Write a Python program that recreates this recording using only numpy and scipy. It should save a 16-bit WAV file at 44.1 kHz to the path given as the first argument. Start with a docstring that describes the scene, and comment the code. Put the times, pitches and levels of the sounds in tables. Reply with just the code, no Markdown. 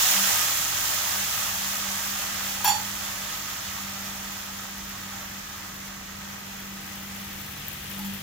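"""A fierce sizzle comes first: spices in a wok of hot oil, dying to a fine crackle as the moisture boils off.
The frying is crowds of damped bubble pings over steam noise, in a small hard-walled kitchen.
A steel bowl, scraped and ringing in decaying modes, clinks and rattles briefly and is touched lightly at the end.
Behind it a motor hums in wavering sine lines over low room noise. Near the end the phone moves in over the pan;
single spits of oil, short noise ticks, come more closely there."""
import sys
import numpy as np
from scipy import signal
from scipy.fft import rfft, irfft, next_fast_len
from scipy.io import wavfile
from scipy.ndimage import map_coordinates

SR = 44100
rng = np.random.default_rng(int(sys.argv[2]) if len(sys.argv) > 2 else 0)


def digitize_waveform(pressure):
    """Quantize a signal to 16-bit integers and store it at the path in sys.argv[1].

    Rows of a 2-D input are taken as channels; values are limited to [-1, 1].
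    """
    field = np.atleast_2d(pressure).T
    bounded = np.clip(field, -1, 1)
    quanta = np.round(bounded * 32767).astype(np.int16)
    wavfile.write(sys.argv[1], SR, quanta)


N = 362502

# Low noise of the room. Each row: frequency in Hz, relative level in dB per Hz.
RUMBLE_COLOUR = [(15, -20), (30, -13), (42, -2.5), (55, -3), (80, 1.5), (125, -6), (170, -3), (240, -7.5),
                 (330, -10), (500, -10), (1200, -56)]
# Weaker lines of the motor. Each row: frequency in Hz, level at the start in dB rms, fade in dB per second,
# gain beside the stove in dB.
HUM_LINES = [(41, -60, .2, 3), (102, -52.5, .7, 6.5), (147.5, -59.5, .4, 12.5), (307, -57.5, .9, 5)]
# Brief swells and sags of the motor's strongest line. Each row: centre in seconds, half length in seconds,
# change in dB.
DRONE_SWELLS = [(.21, .085, 17), (1.2, .07, 10), (3.5, .18, -6.5), (4, .3, 2), (5.6, .18, -3),
                (7.1, .3, 2.5), (7.62, .17, -4), (8.07, .11, 14)]
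# Ringing modes of the steel bowl. Each row: frequency in Hz, relative level in dB, decay time t60 in seconds.
BOWL_MODES = [(822.3, 1, 0.17), (859, 1, 0.17), (885, 2.5, 0.15), (970, -2, 0.13), (1650, -7, 0.092),
              (1970, -10, 0.11), (2535, -6.5, 0.16), (2760, -5, .14), (3300, -6, 0.13), (3430, -2, .16),
              (4460, -7, 0.32), (4540, -6, 0.31), (5350, -15, .1), (5600, -5, 0.13), (5880, -6, 0.23),
              (6780, -7, 0.14), (7130, -6, .15), (7205, -2, .18), (8500, -11.5, .12), (10140, -4, 0.13),
              (12000, -7, 0.12), (12500, -8, 0.12), (13500, -11, .1)]
# Contacts of the bowl. Each row: start in seconds, ring in dB, scrape in dB, left minus right in dB;
# ring and scrape are relative levels.
BOWL_CONTACTS = [(2.604, -44, -38, 0), (2.645, -31.5, -17, 3), (2.652, -26, -30, -2),
                 (2.676, -25.5, -19.5, -1), (2.690, -28, -24, -5), (2.742, -36, -38, -6),
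                 (7.99, -48, -36, 0), (8.045, -49, -40, 0)]
# Scrape of the bowl's rim. Each row: frequency in Hz, relative level in dB per Hz.
SCRAPE_COLOUR = [(400, -32), (650, -22), (860, 9), (1150, 2), (1900, -1), (3000, -4), (5000, -6),
                 (7000, -9), (9000, -10), (12500, 3), (15500, -3)]
# Single spits of oil. Each row: start in seconds, relative level in dB.
OIL_SPITS = [(3.1128, -27), (3.5693, -26), (4.3799, -28), (4.6399, -26), (4.8943, -26), (6.9596, -30),
             (7.2125, -31), (7.667, -31), (7.6834, -22), (7.6874, -23), (7.7303, -26), (7.9134, -27),
             (8.0296, -30), (8.1379, -25)]
# Colour of the frying. Each row: frequency in Hz, relative level in dB per Hz.
SIZZLE_COLOUR = [(200, -34), (420, -14.5), (560, -9.5), (720, -4.5), (1030, -7), (1250, -2), (1550, -2.5),
                 (1900, 0.5), (2300, -2), (4400, -3.5), (6400, -0.5), (8700, -11), (10000, -8.5),
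                 (14000, -9)]
# The wok and its hollow colour the bubbles. Each row: frequency in Hz, width in Hz, lift in dB.
WOK_RESONANCES = [(600, 23, 6.5), (814, 27, 2), (932, 24, 2.5), (1132, 45, 2), (1235, 38, 4),
                  (1376, 36, 1.5), (1880, 40, 1), (1957, 30, 0.5), (3230, 120, 1.5), (6460, 46, -2.5)]
# Colour of the frying right over the wok's hollow. Each row: frequency in Hz, lift in dB.
OVERHEAD_COLOUR = [(700, .5), (1250, -1.5), (1900, 1.8), (2900, 3.3), (4200, .5), (7000, -.5), (9500, 2.5),
                   (13000, 0)]
# The four sounds of frying. Each row: level when wet in dB, lift in the first flare in dB,
# initial loss as it dries in dB per second, gain close to the pan in dB.
SIMMER_LEVEL = (-31.8, 2.8, 1.97, 2.4)
HISS_LEVEL = (-27.6, 3.7, 2.8, 4.7)
FIZZ_LEVEL = (-27.4, 3.2, 3.8, 8.6)
CRACKLE_LEVEL = (-49, 3, 2, 9.5)
# Echo of the kitchen walls. Each row: frequency in Hz, decay time t60 in seconds.
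KITCHEN_DECAY = [(300, 0.34), (1000, 0.35), (6000, 0.21), (14000, 0.087)]
# Likeness of the two ports in a diffuse field. Each row: frequency in Hz, left-right correlation from -1 to 1.
PORT_LIKENESS = [(100, .99), (260, 1), (350, 0.21), (500, -0.24), (900, -0.11), (1250, 0.32), (1900, 0.33),
                 (2500, -0.12), (3200, 0.33), (4400, -0.022), (15000, -0.058)]
# Balance of the two microphone ports. Each row: frequency in Hz, left minus right in dB.
PORT_BALANCE = [(200, 0.2), (700, -1.6), (1200, -2), (2000, -0.7), (3000, -0.5), (4400, -3.5), (5500, -7),
                (6500, -12.5), (7600, -14.5), (9000, -1), (10500, 0.4), (12000, 3.5), (14000, 11),
                (15000, 9)]
# Treble resonance shared by both ports. Each row: frequency in Hz, lift in dB.
PRESENCE_LIFT = [(13800, -0.5), (14900, 5.5), (15300, 1), (15750, -5)]

TOP_HZ = 15850  # band limit of the phone
APPROACH_S, ARRIVE_S = 6.15, 7.85  # the phone moves in over the pan
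FLARE_S, DRYING_S = .41, 32  # length of the first flare; time constant of the moisture boiling off
# left minus right of the hiss: at first, its drift, its shift close to the pan
HISS_LEAN_DB, TURN_DB_PER_S, NEAR_LEAN_DB = -1, .6, 3.5
# strongest line of the motor: settled level, level at first, span in which it builds
DRONE_DB, FAINT_DB, BUILD_S = -46.3, -56, (1.05, 1.8)
FLUTTER_DB, FLUTTER_RATE = 1.5, 13  # flutter of that line: depth, random knots a second
RUMBLE_DB, RUMBLE_NEAR_DB = -49.3, 2.1  # low room noise: level, gain beside the stove


def amp(db):
    """Decibels to gain."""
    return 10 ** (np.asarray(db) / 20)


def unit(x):
    """Scale to rms 1."""
    return x / np.sqrt(np.mean(x ** 2) + 1e-20)


def along(points, hz):
    """Read (Hz, value) points on a log frequency axis."""
    f, v = np.transpose(points)
    return np.interp(np.log(hz + 1), np.log(f + 1), v)


def wobble(rate):
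    """A smooth random curve with rate knots a second."""
    knots = rng.standard_normal(int(N * rate / SR) + 4)
    return map_coordinates(knots, [np.arange(N) * rate / SR])


def filtered(x, response):
    """Shape the spectrum of x by a response of frequency."""
    m = next_fast_len(N + SR // 2)
    hz = np.fft.rfftfreq(m, 1 / SR)
    return irfft(rfft(x, m) * response(hz), m)[..., :N]


def band(x, lo_hz, hi_hz):
    """One band of x with steep smooth edges, at rms 1."""
    def response(hz):
        low_edge = 1 + (lo_hz / (hz + 1)) ** 16
        high_edge = 1 + (hz / hi_hz) ** 16
        return (low_edge * high_edge) ** -.5
    return unit(filtered(x, response))


def lean(db):
    """Left and right gains that lie db apart."""
    return amp(np.array([[1], [-1]]) * db / 2)


def diffuse(pair, spectrum):
    """Two signals become a coloured field; the mid-side mix sets how alike the ports hear it."""
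    def mid_side(hz):
        turn = np.arccos(np.clip(along(PORT_LIKENESS, hz), -1, 1)) / 2
        return amp(along(spectrum, hz)) * [np.cos(turn), np.sin(turn)]
    mid, side = filtered(pair, mid_side)
    return unit(np.array([mid + side, mid - side]))


def kitchen(x):
    """The walls' answer at each port: noise tails whose treble dies first."""
    hz, t, z = signal.stft(rng.standard_normal((2, SR // 2)), SR, nperseg=256)
    decay = amp(-60 * t / along(KITCHEN_DECAY, hz)[:, None])
    tail = signal.istft(z * decay, SR, nperseg=256)[1]
    tail = tail / np.linalg.norm(tail[0])
    return signal.fftconvolve(x[None], tail, axes=1)[:, :N]


def closeness():
    """Place of the phone: 0 away from the stove, 1 right over the pan."""
    return np.interp(np.arange(N) / SR, [APPROACH_S, ARRIVE_S], [0, 1])


def rumble():
    """Low noise of the room, nearly alike at both ports in the deep bass."""
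    level_db = RUMBLE_DB + RUMBLE_NEAR_DB * closeness()
    return amp(level_db) * diffuse(rng.standard_normal((2, N)), RUMBLE_COLOUR)


def hum_line(hz, drift, phase=0):
    """One sine line at rms 1 whose phase wavers by drift radians."""
    t = np.arange(N) / SR
    return np.sqrt(2) * np.sin(2 * np.pi * hz * t + drift * wobble(5) + phase)


def motor():
    """A hum of wavering lines; the strongest builds early, flutters and swells."""
    t, near = np.arange(N) / SR, closeness()
    swells_db = sum(db * np.exp(-((t - s) / half_s) ** 2) for s, half_s, db in DRONE_SWELLS)
    build_db = np.interp(t, BUILD_S, [FAINT_DB, DRONE_DB])
    drone_db = build_db + swells_db + FLUTTER_DB * wobble(FLUTTER_RATE)
    port_phase = 0.22 * np.array([[-1], [1]])  # radians
    hum = amp(drone_db) * hum_line(hz=196.8, drift=.5, phase=port_phase)
    for hz, db, fade, near_db in HUM_LINES:
        line_db = db - fade * t + near_db * near + 2.5 * wobble(4)
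        hum = hum + amp(line_db) * hum_line(hz, drift=0.87)
    return hum


def bowl():
    """Each contact scrapes briefly and rings the steel, whose modes chatter in phase."""
    t = np.arange(SR // 2) / SR
    hz, level_db, t60 = np.transpose(BOWL_MODES)[:, :, None]
    scrape_gain = amp(along(SCRAPE_COLOUR, np.fft.rfftfreq(len(t), 1 / SR)))
    near = np.zeros((2, N + SR))
    for s, ring_db, scrape_db, lean_db in BOWL_CONTACTS:
        chatter = signal.resample(rng.standard_normal((len(BOWL_MODES), 64)), len(t), axis=1)
        phase = 2 * np.pi * (hz * t + rng.random(hz.shape)) + 0.63 * chatter
        modes = amp(level_db + ring_db - 60 * t / t60) * np.sin(phase)
        ring = modes.sum(0) * (1 - np.exp(-t / 0.0026))  # soft onset
        rub = irfft(rfft(rng.standard_normal(len(t))) * scrape_gain, len(t))
        contact = ring + amp(scrape_db - 60 * t / 0.086) * rub
        near[:, round(s * SR):][:, :len(t)] += contact * lean(lean_db)
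    near = near[:, :N]
    return amp(-0.5) * near + amp(-3) * kitchen(near.mean(0))


def spits():
    """A droplet bursts in the oil with one sharp, bright tick of decaying noise."""
    t = np.arange(SR // 50) / SR
    ticks = np.zeros(N + SR)
    for s, db in OIL_SPITS:
        decay = amp(-60 * t / .008)
        ticks[round(s * SR):][:len(t)] += amp(db - 9) * decay * rng.standard_normal(len(t))
    bright = [(2000, -25), (7000, -7), (12000, 3.5)]  # Hz, dB
    ticks = filtered(ticks[:N], lambda hz: amp(along(bright, hz)))
    return ticks * lean(db=12) + amp(-14) * kitchen(ticks)


def pops(rate, pitch_hz, spread, cycles, size_db):
    """Bursting bubbles: damped pings at random moments, many small and few large."""
    chance = rng.random((int(rate * N / SR), 3))
    start = (chance[:, :1] * N).astype(int)
    hz = np.minimum(pitch_hz * np.exp(spread * (2 * chance[:, 1:2] - 1)), TOP_HZ)
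    size = amp(-size_db * np.log(np.maximum(chance[:, 2:], .015)))  # the floor caps the largest
    k = np.arange(112)
    turns = hz * k / SR
    pings = size * np.sin(2 * np.pi * turns) * np.exp(-turns / cycles)
    return unit(np.bincount((start + k).ravel(), pings.ravel(), N)[:N])


def wok_lift_db(hz):
    """Resonances of the wok and its hollow, as a sum of bell-shaped lifts."""
    return sum(db / (1 + (2 * (hz - centre) / width) ** 2) for centre, width, db in WOK_RESONANCES)


def froth(pitch_hz, rate, size_db, steam_db, room_db):
    """A crowd of bubbles around one pitch, with its echo, over the even rush of steam."""
    bubbles = np.array([pops(rate, pitch_hz, spread=0.69, cycles=1.05, size_db=size_db) for port in range(2)])
    crowd = bubbles + amp(steam_db) * rng.standard_normal((2, N))
    crowd = crowd + amp(room_db) * kitchen(crowd[0])
    coloured = filtered(crowd, lambda hz: amp(wok_lift_db(hz)))
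    return diffuse(coloured, SIZZLE_COLOUR)


def boiling(wet_db, flare_db, loss_db_per_s, near_db):
    """Level in dB of one frying sound: brief flare, slow fade as the spices dry, rise as the phone nears."""
    t = np.arange(N) / SR
    dried_s = DRYING_S * (1 - np.exp(-t / DRYING_S))
    flare = np.exp(-(t / FLARE_S) ** 3)
    return wet_db + flare_db * flare - loss_db_per_s * dried_s + near_db * closeness()


def near_crackle():
    """High pops in clumps, mostly at the left port, with their echo."""
    crackle = pops(rate=900, pitch_hz=13470, spread=0.15, cycles=4.2, size_db=3.5)
    crackle = band(crackle, lo_hz=8000, hi_hz=19000)
    crackle = crackle * amp(1.5 * wobble(30))  # clumps
    return crackle * lean(db=13) + amp(-5) * kitchen(crackle)


def frying():
    """Large bubbles simmer, small ones hiss and the finest fizz; near pops crackle on top."""
    near = closeness()
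    hiss_lean_db = HISS_LEAN_DB + TURN_DB_PER_S * np.arange(N) / SR + NEAR_LEAN_DB * near
    surge_db = .45 * wobble(14)  # moisture meets the oil unevenly
    simmer = froth(pitch_hz=1513, rate=1800, size_db=1.5, steam_db=6, room_db=-12.5)
    simmer = band(simmer, lo_hz=300, hi_hz=2570)
    hiss = froth(pitch_hz=5000, rate=2500, size_db=2, steam_db=5.5, room_db=-11.5)
    hiss = band(hiss, lo_hz=2400, hi_hz=8640)
    fizz = froth(pitch_hz=12000, rate=2500, size_db=1, steam_db=2.5, room_db=-13)
    fizz = band(fizz, lo_hz=8300, hi_hz=19000)
    pan = amp(boiling(*SIMMER_LEVEL) + 0.28 * wobble(7)) * simmer
    pan = pan + amp(boiling(*HISS_LEVEL)) * hiss * lean(hiss_lean_db)
    pan = pan + amp(boiling(*FIZZ_LEVEL) + .3 * wobble(8)) * fizz
    pan = pan + amp(boiling(*CRACKLE_LEVEL)) * near_crackle()
    overhead = filtered(pan, lambda hz: amp(along(OVERHEAD_COLOUR, hz)))
    return amp(surge_db) * (pan + near * (overhead - pan))


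def scene():
    """Room and motor behind, the bowl, then the spitting and frying pan."""
    return rumble() + motor() + bowl() + spits() + frying()


def record(dry):
    """Each port has its own colour; the phone keeps nothing above its band limit."""
    def response(hz):
        balance = lean(along(PORT_BALANCE, hz))
        presence = amp(along(PRESENCE_LIFT, hz))
        return balance * presence * (hz < TOP_HZ)
    return filtered(dry, response)


dry = scene()
out = record(dry)
digitize_waveform(out)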